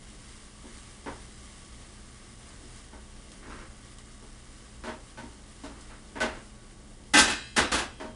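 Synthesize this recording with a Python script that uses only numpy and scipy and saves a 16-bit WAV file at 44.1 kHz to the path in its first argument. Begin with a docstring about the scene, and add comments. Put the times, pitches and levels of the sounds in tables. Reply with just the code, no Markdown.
"""Stirring greens on a gas stove

Greens sizzle faintly in a frying pan, made of filtered random bubble bursts, over a low rumble and hum.
A utensil stirs, scrapes and knocks in the pan: tiny slips for the rubbing, noise bursts and short modes
for the knocks. Near the end metal clatters loudly on the stove and rings on as decaying sine modes.
The listener is across the small kitchen, so each blow arrives mostly as room sound."""
import sys
import numpy as np
from scipy import signal
from scipy.fft import rfft, irfft, next_fast_len
from scipy.io import wavfile
from scipy.ndimage import map_coordinates

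SR = 44100
rng = np.random.default_rng(int(sys.argv[2]) if len(sys.argv) > 2 else 0)


def unload_audio(sound):
    """Save the sound as a 16-bit wav file, at the path given as the first command line argument."""
    columns = np.transpose(np.atleast_2d(sound))
    # keep every value between -1 and 1, then stretch to whole-number steps
    steps = np.round(np.clip(columns, -1, 1) * 32767)
    wavfile.write(sys.argv[1], SR, steps.astype(np.int16))


N = 359591

# utensil against the pan, before mix trims:
# (time [s], level [dB], thud [dB re level], click [dB re level])
KNOCKS = [(0.636, -51, 8, -14), (1.061, -30, -4.5, -22), (2.63, -58, 9.5, -11), (2.928, -43.5, -2, -26),
          (3.47, -44, 5, -16), (4.224, -50, 4, -12), (4.838, -34, -6, -9.5), (4.87, -30.5, -5, -14),
          (5.174, -38.5, -7, -8.5), (5.228, -46, 5, -17), (5.637, -36.5, -3, -8), (5.69, -47, 3.5, -14),
          (5.894, -45.5, -9, -12), (6.156, -31.5, -6, -18), (6.204, -25, -13, -5), (6.221, -24, -4, -14),
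          (8.001, -32, -2.5, -13.5), (8.044, -40.5, -1, -14)]
# metal on the stove, before mix trims:
# (time [s], level [dB], thud [dB re level], click [dB re level], ring [dB])
CLATTER = [(7.136, -17, -3, -2.5, -17.5), (7.169, -14, -6.5, -3, -21.5), (7.185, -23.5, -0.5, 9.5, -28.5),
           (7.274, -26, -5, -5.5, -38), (7.296, -33, -17.5, 3.5, -51), (7.563, -20.5, -9, -2.5, -31),
           (7.575, -16, -5, -8.5, -35), (7.716, -21, -6, -4.5, -35.5), (7.737, -23, -6, -4, -39),
           (7.781, -26, -6, -5, -54)]


def amp(db):
    """Decibels to gain."""
    return 10 ** (np.asarray(db) / 20)


def unit(x):
    """Scale to rms 1."""
    return x / np.sqrt(np.mean(x ** 2) + 1e-20)


def along(points, hz):
    """Read (frequency, value) points at hz, on a log frequency axis."""
    point_hz, values = np.transpose(points)
    return np.interp(np.log(hz + 1), np.log(point_hz), values)


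def curve(rows):
    """Spread (time, value) rows to one value per sample."""
    return np.interp(np.arange(N) / SR, *np.transpose(rows))


def wobble(rate):
    """A smooth random curve, with rate knots a second."""
    knots = rng.standard_normal(int(N * rate / SR) + 4)
    return map_coordinates(knots, [np.arange(N) * rate / SR])


def colour(x, db_of):
    """Filter x by a causal minimum-phase response whose gain in dB is db_of(frequency)."""
    size = 2 * next_fast_len(len(x) // 2 + SR // 8)
    gain = amp(db_of(np.fft.rfftfreq(size, 1 / SR)))
    # folding the cepstrum onto positive time gives the minimum phase
    cepstrum = irfft(np.log(gain), size)
    cepstrum[1:size // 2] *= 2
    cepstrum[size // 2 + 1:] = 0
    response = np.exp(rfft(cepstrum))
    return irfft(rfft(x, size) * response, size)[:len(x)]


def add(track, s, x):
    """Mix x into the track at time s."""
    part = track[round(s * SR):][:len(x)]
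    part += x[:len(part)]


def grains(rate, spread_db):
    """Random tiny impulses, rate a second on average, a few much larger than the rest."""
    sizes = amp(spread_db * np.minimum(rng.exponential(size=N), 5))
    happens = rng.random(N) < rate / SR
    return happens * sizes * rng.choice([-1, 1], N)


def room(build_s, direct):
    """A click as the kitchen returns it: a direct crack, then echoes that thicken and die."""
    # reverberation of the kitchen: (frequency [Hz], t60 [s])
    reverb = [(100, 0.25), (300, 0.41), (1000, .34), (3000, 0.3), (10000, 0.21)]
    t = np.arange(SR * 3 // 4) / SR
    # each frequency band of a noise tail dies at its own rate
    hz, age, bands = signal.stft(rng.standard_normal(len(t)), SR, nperseg=256)
    decay = amp(-60 * age / along(reverb, hz)[:, None])
    tail = signal.istft(bands * decay, SR, nperseg=256)[1][:len(t)]
    crack = direct * np.exp(-t / 0.0023) * rng.standard_normal(len(t))
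    return crack + tail * (1 - np.exp(-t / build_s))


def across_room(x, direct_db):
    """A running sound: its direct part plus the kitchen's echoes."""
    echoes = room(build_s=0.0036, direct=0)
    return amp(direct_db) * x + signal.fftconvolve(x, echoes / np.linalg.norm(echoes))[:N]


def appliances():
    """Low rumble of burner and room as filtered noise, with slightly unsteady motor and mains tones."""
    # rumble spectrum: (frequency [Hz], relative level [dB per Hz])
    rumble_shape = [(11, -59), (18, -1), (65, 0.5), (87, -6.5), (102, -8.5), (124, -3.5), (137, -10),
                    (146, -15.5), (161, -8.5), (217, -10), (259, -10.5), (306, -9.5), (438, -16),
                    (900, -21.5), (1170, -52), (1980, -120)]
    # appliance tones, before the trim: (frequency [Hz], level [dB])
    hum_tones = [(29.8, -55), (59.2, -57), (118.6, -60), (210.5, -60), (1130, -71)]
    rumble_db, drift_db, hum_trim_db = -52, 1.0, 2
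    t = np.arange(N) / SR
    rumble = unit(colour(rng.standard_normal(N), lambda hz: along(rumble_shape, hz)))
    out = rumble * amp(rumble_db + drift_db * wobble(3.32))
    for hz, db in hum_tones:
        level = amp(db + hum_trim_db + 1.4 * wobble(2.13))
        out += level * np.sin(2 * np.pi * hz * t + .5 * wobble(3.5))
    return out


def sizzle():
    """Countless steam bubbles burst all over the pan as tiny impulses; a few bigger drops spit."""
    # sizzle level over time, before the trim: (time [s], level [dB])
    frying = [(0.0, -55.5), (1.8, -56), (2.04, -57), (2.71, -56), (2.87, -58.5), (6.19, -58.5), (7.1, -61)]
    # sizzle spectrum: (frequency [Hz], relative level [dB per Hz])
    hiss_shape = [(410, -24.5), (700, -17), (850, -11), (1020, -7.5), (1160, 0), (1410, -8), (2030, -2),
                  (2550, -9.5), (2830, -3.5), (4130, -7.5), (5070, -5), (5950, -7), (9520, -3.5),
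                  (10100, -6), (10800, -26), (14000, -47), (22000, -120)]
    # wet greens turned onto hot metal hiss up briefly: (time [s], half width [s], rise [dB])
    flares = [(2.78, 0.049, 3.2)]
    # fat spitting, before the trim: (time [s], level [dB])
    spits = [(3.318, -42.5), (3.985, -41), (5.809, -40.5)]
    sizzle_trim_db, spit_trim_db = 2.5, -3.0
    # five spots in the pan, each with its own echoes
    bursts = sum(across_room(grains(rate=900, spread_db=3.5), direct_db=-3) for spot in range(5))
    t = np.arange(N) / SR
    flare_db = sum(db * np.exp(-((t - s) / width) ** 2) for s, width, db in flares)
    level_db = curve(frying) + flare_db + sizzle_trim_db + 0.66 * wobble(10)
    out = unit(colour(bursts, lambda hz: along(hiss_shape, hz))) * amp(level_db)
    for s, db in spits:
        spit = colour(room(build_s=0.0017, direct=3.3), lambda hz: along(hiss_shape, hz))
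        add(out, s, amp(db + spit_trim_db) * spit)
    return out


def scraping():
    """Small slips of the utensil over the pan floor: steady soft stirring and a few firm strokes."""
    # firm strokes, before the room: (start [s], length [s], level [dB])
    strokes = [(3.42, 0.07, -51), (3.483, 0.048, -46), (3.546, 0.075, -50), (5.747, 0.022, -50.5),
               (5.905, 0.028, -53.5), (6.323, 0.047, -49.5)]
    # spectrum of the slips: (frequency [Hz], relative level [dB per Hz])
    scrape_shape = [(100, -34), (240, -3), (450, -8), (750, -9.5), (1300, -2), (2000, -9.5), (2800, -17),
                    (6000, -23.5), (11000, -39)]
    attack_s, release_s = 0.013, 0.013
    # soft rubbing through the greens (level before the room) and the time its fade begins
    stir_db, fade_start_s, fade_db_per_s = -68, 6.55, 11
    t = np.arange(N) / SR
    pressure = amp(stir_db - fade_db_per_s * np.maximum(t - fade_start_s, 0))
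    for s, length, db in strokes:
        rise = np.clip((t - s) / attack_s, 0, 1)
        release = np.exp(-np.maximum(t - s - length, 0) / release_s)
        pressure = np.maximum(pressure, amp(db) * rise * release)
    slips = unit(colour(grains(rate=350, spread_db=2), lambda hz: along(scrape_shape, hz)))
    return across_room(slips * pressure, direct_db=-3)


def boom(growth):
    """The stove's sheet-metal body booms under every blow, growing only growth dB per dB of blow."""
    boom_hz, boom_db, attack_s, t60_s = 61, -30, 0.014, 0.59  # boom_db: for a blow of 0 dB
    hump = [(boom_hz / 4, -40), (boom_hz, 0), (boom_hz * 4, -30), (boom_hz * 32, -120)]
    out, t = np.zeros(N), np.arange(SR) / SR
    for s, db, *_ in KNOCKS + CLATTER:
        low = unit(colour(rng.standard_normal(SR), lambda hz: along(hump, hz)))
        decay = amp(boom_db + growth * db - 60 * t / t60_s)
        add(out, s, decay * (1 - np.exp(-t / attack_s)) * low)
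    return out


def blow(body, build_s, direct):
    """The noisy burst of one contact, coloured by the struck body."""
    return colour(room(build_s, direct), lambda hz: along(body, hz))


def contact(x, thud_db, click_db, body_clank_db):
    """A cushioned contact thuds more and clanks less; a bare edge adds a click."""
    # the clank (upper mids) loses 0.83 dB per dB of thud
    clank_db = body_clank_db - 0.83 * thud_db
    tilt = [(330, thud_db), (600, 0), (1000, 0), (1500, clank_db), (2000, clank_db), (5000, click_db)]
    return colour(x, lambda hz: along(tilt, hz))


def ring(modes, scatter_db, waver_db, swell_s):
    """A body's modes as decaying sines, swelling and wavering as their echoes overlap."""
    t = np.arange(SR) / SR
    out = np.zeros(SR)
    for hz, db, t60 in modes:
        waver = np.interp(t, np.linspace(0, 1, 36), rng.standard_normal(36))
        level_db = db + scatter_db * rng.standard_normal() + waver_db * waver
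        out += amp(level_db - 60 * t / t60) * np.sin(2 * np.pi * (hz * t + rng.random()))
    return out * (1 - np.exp(-t / swell_s))


def knocks():
    """Dull knocks in the pan: a noise burst with a short ring of pan modes."""
    # spectrum of a blow on the pan: (frequency [Hz], relative level [dB per Hz])
    pan_shape = [(60, -33), (170, -6.5), (240, 4.5), (420, 2), (620, -6), (900, 1), (1200, -3), (1650, -3),
                 (2300, -6), (3300, -4.5), (5000, -4), (10000, -11)]
    # the pan, damped by the food: (frequency [Hz], relative level [dB], t60 [s])
    pan_modes = [(232.6, 1.5, 0.35), (282, 5.5, 0.17), (361, -3, 0.34), (438.3, -3.5, 0.21),
                 (542, -7.5, 0.36), (628, -4.5, 0.3), (860, -1, 0.14), (930, -4.5, 0.3), (1103, -8, 0.24),
                 (1395, -11.5, 0.12), (1511, -4, 0.21), (1724, -10, 0.17), (1986, -14.5, 0.17),
                 (2090, -16.5, 0.38)]
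    ring_trim_db, burst_trim_db = -6.5, 8.5
    out = np.zeros(N)
    for s, db, thud_db, click_db in KNOCKS:
        knock = amp(ring_trim_db) * ring(pan_modes, scatter_db=4.0, waver_db=2.5, swell_s=0.0077)
        add(knock, 0, amp(burst_trim_db) * blow(pan_shape, build_s=0.0083, direct=0.91))
        add(out, s, amp(db) * contact(knock, thud_db, click_db, body_clank_db=-5))
    return out


def overtones(count, level_db, life_s):
    """Thin metal's many weak modes over the treble, the higher ones fainter: (Hz, dB, t60 s)."""
    # range of the overtones: (lowest [Hz], highest [Hz])
    partials_hz = (1397, 9130)
    where, size, life = rng.random((count, 3)).T
    hz = partials_hz[0] * (partials_hz[1] / partials_hz[0]) ** where
    return np.column_stack([hz, level_db - 7 * where - 6 * size, life_s * (.5 + life)])


def clatter():
    """Hard metal contacts come in quick bounces and set the modes of the cookware ringing."""
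    # spectrum of a blow on the stove: (frequency [Hz], relative level [dB per Hz])
    stove_shape = [(60, -9), (170, -5.5), (235, 7.5), (380, -0.5), (560, -5.5), (900, -3.5), (1150, -3.5),
                   (1600, -1.5), (2250, -7.5), (3200, -4.5), (5500, -6), (10000, -9)]
    # ringing cookware: (frequency [Hz], relative level [dB], t60 [s])
    metal_modes = [(231, -9, .3), (290, -1, .27), (360, -4, .3), (851, 0, .24), (1294, -3, .24),
                   (1555, -3, .38), (1647, -8, .48), (1745, -5, .3), (1790, -10, .5), (2007, 7, .17),
                   (2010, -19, .8), (2376, -21, .7), (2490, -7, .25), (2555, -7, .38), (2620, -15.5, .85),
                   (2685, -18, .7), (2780, -6, .4), (3193, -22.5, 2.4), (3260, -23, 1.2), (3378, -8, .46),
                   (3602, -10, .4), (3913, -18, .8), (4106, -23, 1), (4878, -23.5, .95), (5982, -22, .62),
                   (6292, -11, .25), (6745, -24, .75), (7265, -24, .7), (7760, -23, .68), (8569, -14, .25)]
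    burst_trim_db, lasting_trim_db = 10.5, -9.5
    # the cookware is knocked again, which stops its first ring
    choke_s, choke_t60_s = 7.57, 0.2
    modes = np.vstack([metal_modes, overtones(count=90, level_db=-17, life_s=0.52)])
    lasting = modes[:, 2] > 2  # t60 [s]; longer modes ring on through the second knock
    t = np.arange(SR) / SR
    out = np.zeros(N)
    for s, db, thud_db, click_db, ring_db in CLATTER:
        burst = blow(stove_shape, build_s=0.0045, direct=0.22)
        add(out, s, amp(db + burst_trim_db) * contact(burst, thud_db, click_db, body_clank_db=-5.5))
        # only blows well before the second knock are choked by it
        choked_s = np.maximum(s + t - choke_s, 0) * (s < choke_s - .1)
        short_ring = ring(modes[~lasting], scatter_db=0.8, waver_db=4.0, swell_s=0.015)
        add(out, s, amp(ring_db - 60 * choked_s / choke_t60_s) * short_ring)
        # even a damped blow stirs the longest mode
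        lasting_db = (db + ring_db) / 2 + lasting_trim_db
        long_ring = ring(modes[lasting], scatter_db=2.0, waver_db=4.0, swell_s=0.01)
        add(out, s, amp(lasting_db) * long_ring)
    return out


def scene():
    """Everything at the stove, in mono."""
    background = appliances() + sizzle()
    utensil = scraping() + knocks()
    return (background + utensil + boom(growth=0.59) + clatter())[None]


def record(dry):
    """Soft saturation rounds off the highest peaks, then a steep lowpass removes the top treble."""
    ceiling, top_hz = .7, 10900
    rounded = dry / (1 + np.abs(dry / ceiling) ** 4) ** (1 / 4)
    lowpass = signal.firwin(255, top_hz, window=("kaiser", 9), fs=SR)
    return signal.fftconvolve(rounded, lowpass[None], mode="same", axes=1)


dry = scene()
out = record(dry)
unload_audio(out)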